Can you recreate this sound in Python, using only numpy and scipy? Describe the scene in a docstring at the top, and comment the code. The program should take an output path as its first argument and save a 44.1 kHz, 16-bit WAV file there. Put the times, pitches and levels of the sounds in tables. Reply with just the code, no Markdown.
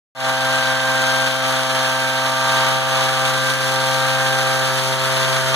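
"""Plant trimmer in a long greenhouse

A small petrol engine on a gantry drives a cutter bar, heard from a hand-held stereo camera. The exhaust
drones at a steady speed; standing waves lift and sink single notes as machine and listener move.
Fan and blades add a rush that beats with the firings and the knife strokes, and stems snap in the bar.
Near the end a finger shifts on the camera."""
import sys
import numpy as np
from scipy import signal
from scipy.fft import rfft, irfft
from scipy.io import wavfile
from scipy.ndimage import uniform_filter1d

SR = 44100
rng = np.random.default_rng(int(sys.argv[2]) if len(sys.argv) > 2 else 0)


def output_pcm(signal):
    """Save a mono or channel-first signal as 16-bit PCM at the path in sys.argv[1].

    Samples are clipped to [-1, 1] before scaling.
    """
    pcm = np.clip(np.atleast_2d(signal).T, -1, 1) * 32767
    wavfile.write(sys.argv[1], SR, np.round(pcm).astype(np.int16))


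N = 244755
T = np.arange(N) / SR
HZ = np.fft.rfftfreq(N, 1 / SR)


def gain_of(db):
    """Decibels to amplitude."""
    return 10 ** (np.asarray(db) / 20)


def unit_rms(x):
    """Scales to rms 1."""
    return x / np.sqrt(np.mean(abs(x) ** 2) + 1e-20)


def spectrum(points):
    """Spreads (frequency, value) points over HZ on a log-frequency axis."""
    hz, value = np.transpose(points)
    return np.interp(np.log(HZ + 1), np.log(hz + 1), value)


def swell(curve, share=1):
    """A dB curve, or a share of its swing, as a gain of rms 1: only its shape counts."""
    return unit_rms(gain_of(share * np.interp(T, *np.transpose(curve))))


def nearing(db_per_s):
    """The steady rise of an approaching source, as a gain of rms 1."""
    return unit_rms(gain_of(db_per_s * T))


def arches(rows):
    """Smooth arches of level, in dB."""
    return sum(db * np.cos(np.pi * np.clip((T - s) / length, -.5, .5)) ** 2 for s, length, db in rows)


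def drift(rate_hz, hop=16):
    """A smooth random wander of rms 1, up to about rate_hz."""
    frames = N // hop + 2
    hz = np.fft.rfftfreq(frames, hop / SR)
    slow = irfft(rfft(rng.standard_normal(frames)) / (1 + (hz / rate_hz) ** 4), frames)
    return unit_rms(np.interp(np.arange(N) / hop, np.arange(frames), slow))


def decays(kicks, decay_s):
    """Each kick becomes a sudden rise and a slow fall; mean 1."""
    shape = signal.lfilter([1], [1, -np.exp(-1 / (decay_s * SR))], kicks)
    return shape / shape.mean()


def impacts(per_s, decay_s):
    """The envelope of hits at random times and strengths; mean 1."""
    return decays(rng.exponential(1, N) * (rng.random(N) < per_s / SR), decay_s)


# Single exhaust orders in the standing waves at the microphone (time [s], relative level [dB])
ORDER_2 = [(.3, -36.5), (1.0, -36), (2.0, -36), (2.8, -38.5), (3.3, -38.5), (3.8, -38.7), (4.5, -39),
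           (5.5, -41.5)]
ORDER_4 = [(.3, -28.5), (1.3, -28), (2.3, -30), (3.0, -26.5), (3.5, -28), (3.8, -26.5), (4.55, -26),
           (5.5, -28.5)]
ORDER_5 = [(.3, -27.5), (.9, -30), (2.2, -29.5), (2.8, -29.5), (3.05, -29.5), (3.52, -36.5), (3.9, -31.5),
           (4.7, -32), (5.5, -28)]
ORDER_6 = [(0.3, -27), (1.3, -31), (2.1, -31), (2.4, -29), (3.0, -27), (3.25, -27.5), (3.52, -41),
           (3.7, -29.5), (4.4, -27), (4.7, -33.5), (5.3, -39), (5.5, -39)]
ORDER_7 = [(.3, -32.5), (1.0, -34.5), (2.0, -30.5), (2.6, -27.5), (3.05, -31.5), (3.52, -49), (3.75, -31),
           (4.3, -35), (4.7, -36), (4.9, -32), (5.5, -34)]
ORDER_8 = [(0.3, -53), (0.41, -35), (1.79, -50), (4.2, -39), (4.96, -42), (5.21, -35), (5.5, -40)]
ORDER_9 = [(.3, -27), (1.35, -33.5), (1.7, -25), (2.1, -29), (2.45, -22.5), (3.0, -25.5), (3.7, -26),
           (4.5, -29.5), (5.5, -29)]
ORDER_10 = [(.3, -38), (1.9, -33), (2.25, -31), (2.6, -31), (3.2, -36), (3.65, -41), (4.0, -37),
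            (4.7, -32.5), (5.5, -40)]
WHINE = [(0.35, -30), (0.52, -26.5), (0.85, -21.5), (1.25, -26.5), (1.6, -33), (1.9, -25.5), (2.3, -28.5),
         (2.6, -21.5), (3.1, -34.5), (3.35, -27.5), (4.0, -27), (4.6, -29), (5.03, -40.5), (5.2, -28),
         (5.5, -34.5)]
HIGH_WHINE = [(.3, -40), (.85, -35.5), (1.35, -33), (1.75, -36), (2.1, -43), (2.62, -35), (3.1, -42),
              (3.7, -40), (4.7, -44), (5.5, -37.5)]
# The midrange near 1.4 kHz, for order 11 and the rush alike (time [s], relative level [dB])
MIDRANGE = [(.3, -26), (.55, -24.8), (.9, -26), (2.0, -26.5), (2.6, -25.5), (3.0, -24.5), (3.45, -26.5),
            (3.72, -28), (4.0, -25.5), (4.8, -26.5), (5.5, -24.5)]
# Orders that grow as the machine rolls nearer (order, rise [dB/s])
APPROACH = [(1, 0.5), (3, 2)]
# Low orders that come up as the listener shifts out of a standing-wave hollow (order, rise [dB])
OUT_OF_HOLLOW = [(1, 1.5), (3, 5.5)]


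def standing_waves(order, shift_s=2.43, shift_length_s=0.41):
    """One order swells and sinks as machine and microphone move through the standing waves; rms 1."""
    curves = {2: ORDER_2, 4: ORDER_4, 5: ORDER_5, 6: ORDER_6, 7: ORDER_7, 8: ORDER_8, 9: ORDER_9,
              10: ORDER_10, 11: MIDRANGE, 12: WHINE, 24: HIGH_WHINE}
    shifted = np.clip((T - shift_s) / shift_length_s + .5, 0, 1)
    gain = nearing(dict(APPROACH).get(order, 0))
    gain *= gain_of(dict(OUT_OF_HOLLOW).get(order, 0) * shifted)
    if order in curves:
        gain *= swell(curves[order])
    return unit_rms(gain)


# The exhaust's drone (order [multiple of the firing rate], mean level [dB])
EXHAUST_ORDERS = [(1, -31.0), (2, -37.5), (3, -44.3), (4, -29.4), (5, -29.9), (6, -30.1), (7, -31.9),
                  (8, -38.7), (9, -30.1), (10, -37.0), (11, -41.0), (12, -26.4), (13, -37.0), (14, -43.7),
                  (15, -41.8), (16, -47.2), (17, -43.8), (18, -42.8), (19, -42.2), (20, -44.1), (21, -46.9),
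                  (22, -47.1), (23, -49.0), (24, -37.4), (25, -45), (26, -49), (27, -48), (28, -46),
                  (29, -48), (30, -46)]


def exhaust(firings, smear_rad=.03, scatter_rad=0.14, knock_cycles=.6, intake_rad=.75, wander_hz=1.57):
    """Firing pulses as a stack of orders, each a direct part plus a wandering wall echo: mid and side."""
    levels_db = [db for _, db in EXHAUST_ORDERS]
    levels_db += [-50 - 0.14 * k + 2 * rng.standard_normal() for k in range(30)]  # faint top orders
    mid, side = np.zeros((2, N))
    for order, db in enumerate(levels_db, 1):
        echo = np.clip(0.22 + 0.05 * (order - 1), 0, .9)  # higher orders arrive more by the walls
        if order in (1, 2, 4, 5, 6, 7, 9, 10, 12, 24):
            echo *= 0.21  # the strong orders wander less
        lag = smear_rad * order ** 2  # the muffler smears each pulse
        lag += scatter_rad * max(order - 9, 0) ** 1.5 * rng.standard_normal()  # walls scatter its top
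        lag += 2 * np.pi * order * knock_cycles * (order >= 8)  # low orders thump, high ones knock later
        lag += intake_rad * (order % 2)  # the intake: a weaker pulse half a cycle later
        level = gain_of(db) * np.sqrt(2) * standing_waves(order)
        tone = -level * np.exp(1j * (2 * np.pi * order * firings - lag))
        mid_echo, side_echo = (unit_rms(drift(wander_hz) + 1j * drift(wander_hz)) for _ in range(2))
        mid += (tone * (np.sqrt(1 - echo ** 2) + echo * mid_echo)).real
        side += (tone * side_echo).real
    return np.array([mid, side])


def knife_strokes(firings, decay_s=0.0095, uneven_db=2.5):
    """The force of the knife, geared to three strokes in eight firings; mean 1."""
    stroke = np.floor(firings * 3 / 8)
    force = 1 + 0.17 * (-1) ** stroke  # harder going out than coming back
    force *= gain_of(uneven_db * rng.standard_normal(N))
    kicks = np.diff(stroke, prepend=0) * force
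    return uniform_filter1d(decays(kicks, decay_s), size=220)  # teeth close over 5 ms


# The hollow-sounding band of the rush near 1 kHz (time [s], relative level [dB])
HOLLOW_BAND = [(.3, -26), (.55, -27.5), (.85, -27.5), (1.2, -28.5), (1.55, -27), (2.1, -29.5), (2.6, -24.5),
               (2.8, -28.5), (3.0, -25), (3.2, -28.5), (3.7, -30), (3.95, -30), (4.7, -30), (5.5, -30)]
# The blades rasp louder where the bar meets thicker growth (middle [s], length [s], rise [dB])
THICKETS = [(1.05, .3, .6), (1.84, 0.29, 1.7), (2.57, .36, 2), (3.02, 0.16, 1.5), (3.33, 0.084, 0.2),
            (3.5, .12, 0.2), (5.14, 0.27, 0)]


def rush_swells(shared_db=0.27, own_db=0.37, waver_hz=9):
    """Slow gains of the rush's four bands: all waver, thickets add rasp, hiss grows as the bar nears."""
    shared_waver = shared_db * drift(waver_hz)
    thicket_db = arches(THICKETS)
    puffs = swell(MIDRANGE) * gain_of(0.29 * thicket_db)
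    blades = swell(MIDRANGE, share=0.42) * gain_of(thicket_db)
    hiss = swell(MIDRANGE, share=0.1) * nearing(db_per_s=0.48) * gain_of(thicket_db / 2)
    return [unit_rms(level * gain_of(shared_waver + own_db * drift(waver_hz)))
            for level in (puffs, swell(HOLLOW_BAND), blades, hiss)]


# The rush of fan and blades from where the listener stands (frequency [Hz], relative density [dB])
RUSH_COLOUR = [(30, -42), (90, -18), (190, -18), (330, -16.3), (620, -8.5), (1050, -1), (1450, 0.9),
               (2050, -5.5), (2550, -2), (3700, -4), (5000, -10), (6200, -11.5), (7400, -16), (9500, -14.5),
               (15000, -26)]


def rush(firings, cutting, level_db=-21.5, hollow_hz=992, hollow_half_width_hz=148):
    """Noise in bands: exhaust puffs below, blade clatter above and leaf hiss on top; mid and side."""
    bites = impacts(per_s=75, decay_s=0.0069)  # uneven mouthfuls of foliage
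    loose_teeth, loose_leaves = (impacts(per_s=520, decay_s=0.0037) for _ in range(2))
    pulsing = np.exp(0.079 * (np.cos(2 * np.pi * firings) + .5 * np.cos(4 * np.pi * firings)))
    puffs = pulsing * np.sqrt(1 + 0.15 * bites)
    blades = np.sqrt(0.35 + 0.4 * cutting + 0.48 * bites + 0.84 * loose_teeth)
    hiss = np.sqrt(0.84 + 0.51 * cutting + 0.16 * bites + 0.67 * loose_leaves)
    low = 1 / (1 + (HZ / 2200) ** 8)
    high = 1 - 1 / (1 + (HZ / 5200) ** 8)
    between = np.clip(1 - low - high, 0, 1)
    hollow = 1 / (1 + ((HZ - hollow_hz) / hollow_half_width_hz) ** 4)
    bands = [(low * (1 - hollow), puffs), (low * hollow, puffs), (between, blades), (high, hiss)]
    colour = unit_rms(gain_of(spectrum(RUSH_COLOUR)))
    mid_side = np.zeros((2, N))
    for (power_share, envelope), slow_gain in zip(bands, rush_swells()):
        noise = rng.standard_normal((2, N)) * unit_rms(envelope) * slow_gain
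        mid_side += irfft(rfft(noise) * colour * np.sqrt(power_share), N)
    return gain_of(level_db) * mid_side


def stem_snaps(cutting, per_s=420, level_db=-36.0, ring_s=0.00058):
    """Stems snap at random as the knife closes; the sound comes straight over, to the left port first."""
    sizes = gain_of(0.98 * np.minimum(rng.exponential(1, N), 4))
    snapped = rng.random(N) < cutting * per_s / SR
    bursts = decays(sizes * snapped, ring_s) * rng.standard_normal(N)
    colour_db = spectrum([(900, -16), (1800, -4), (4000, 2.0), (6000, -8), (10000, -9.5), (15000, -25)])
    left = gain_of(level_db) * unit_rms(irfft(rfft(bursts) * gain_of(colour_db), N))
    return np.array([left, np.roll(left, 4)])


# The greenhouse's diffuse sound at the microphone ports (frequency [Hz], side over mid [dB])
DIFFUSE_FIELD = [(100, -29), (350, -23.5), (800, -11.5), (1250, -11), (1650, -1.5), (2300, -1.5), (4700, 1),
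                 (5700, -3.5), (8500, 1), (14000, 2)]
# The left port is the more sensitive one (frequency [Hz], left over right [dB])
PORT_MISMATCH = [(131, 3.8), (263, 3.8), (525, 2.4), (900, 2.2), (1600, 6.5), (2300, 2.6), (14000, 2)]
# The camera's stereo widener (frequency [Hz], share of the other port taken away)
WIDENER = [(300, 0.99), (3500, 0.81), (9000, 0.55), (13500, 0.62)]
# A further lean of the stereo image (frequency [Hz], left over right [dB])
IMAGE_LEAN = [(131, 1.5), (263, 3.4), (394, 1.5), (700, 1.2), (1050, -0.5), (2100, -2), (3500, 0),
              (8500, 0.7), (13000, 0)]


def camera_microphone(mid_side, delay_samples=17):
    """Two close, unequal ports and a widener: each channel gets the other one late and inverted."""
    crossfeed = np.clip(spectrum(WIDENER), 0, .95) * np.exp(-2j * np.pi * HZ * delay_samples / SR)
    diffuse = gain_of(spectrum(DIFFUSE_FIELD))
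    mismatch = gain_of(spectrum(PORT_MISMATCH))
    leak = (mismatch - 1) / (mismatch + 1)  # unequal ports mix mid and side
    mid_in, side_in = rfft(mid_side)
    mid = (1 - crossfeed) * (mid_in + leak * diffuse * side_in)
    side = (1 + crossfeed) * (leak * mid_in + diffuse * side_in)
    lean = gain_of(spectrum(IMAGE_LEAN) / 2)
    left_right = np.array([(mid + side) * lean, (mid - side) / lean])
    power = abs(1 - crossfeed) ** 2 * (1 + (leak * diffuse) ** 2)
    power += abs(1 + crossfeed) ** 2 * (leak ** 2 + diffuse ** 2)
    return irfft(left_right / np.sqrt(power * (lean ** 2 + lean ** -2) / 2), N)  # even total power


# Brief dips in the whole machine's sound (middle [s], length [s], depth [dB])
LEVEL_DIPS = [(0.365, 0.19, 2.1), (0.634, 0.11, 2), (0.806, 0.21, 2.1), (1.362, 0.27, 2), (1.66, 0.19, 1.9),
              (2.076, 0.67, 1.3), (2.38, 0.28, 1.7), (2.845, 0.26, 2.5), (3.134, 0.23, 1.4),
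              (3.58, 0.15, 2), (4.838, 0.12, 1.1), (4.982, 0.091, 2), (5.43, 0.14, 1.5)]


def dips():
    """The level sinks and comes back in smooth arches; a gain of rms 1."""
    return unit_rms(gain_of(-arches(LEVEL_DIPS)))


def finger_bump(at_s=5.449, peak_db=-38, width_s=0.0035):
    """A finger shifts and gives the camera body a soft push."""
    offset = (T - at_s) / width_s
    return gain_of(peak_db) * np.exp(-offset ** 2) * np.cos(2 * offset)


# The engine's speed (time [s], firing rate [Hz])
FIRING_RATE = [(0.3, 131.32), (0.75, 131.12), (1.3, 131.17), (1.8, 130.92), (2.35, 131.32), (2.8, 131.5),
               (3.3, 131.1), (3.75, 131.62), (4.95, 131.55), (5.3, 131.38)]


def scene():
    """The trimmer as heard at the camera: one slightly hunting engine drives drone and cutter alike."""
    firing_hz = np.interp(T, *np.transpose(FIRING_RATE)) * (1 + .0007 * drift(rate_hz=20))
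    firings = np.cumsum(firing_hz) / SR
    cutting = knife_strokes(firings)
    machine = camera_microphone(exhaust(firings) + rush(firings, cutting))
    return (machine + stem_snaps(cutting)) * dips() + finger_bump()


def record(dry, start_s=.15, fade_s=0.15, edge_hz=15350):
    """The camera starts up, fades in and cuts off the highest treble."""
    faded = dry * np.clip((T - start_s) / fade_s + 0.06, 0, 1) * (T > start_s)
    lowpass = signal.firwin(511, edge_hz, window=("kaiser", 9), fs=SR)
    return signal.oaconvolve(faded, lowpass[None], "same")


dry = scene()
out = record(dry)
output_pcm(out)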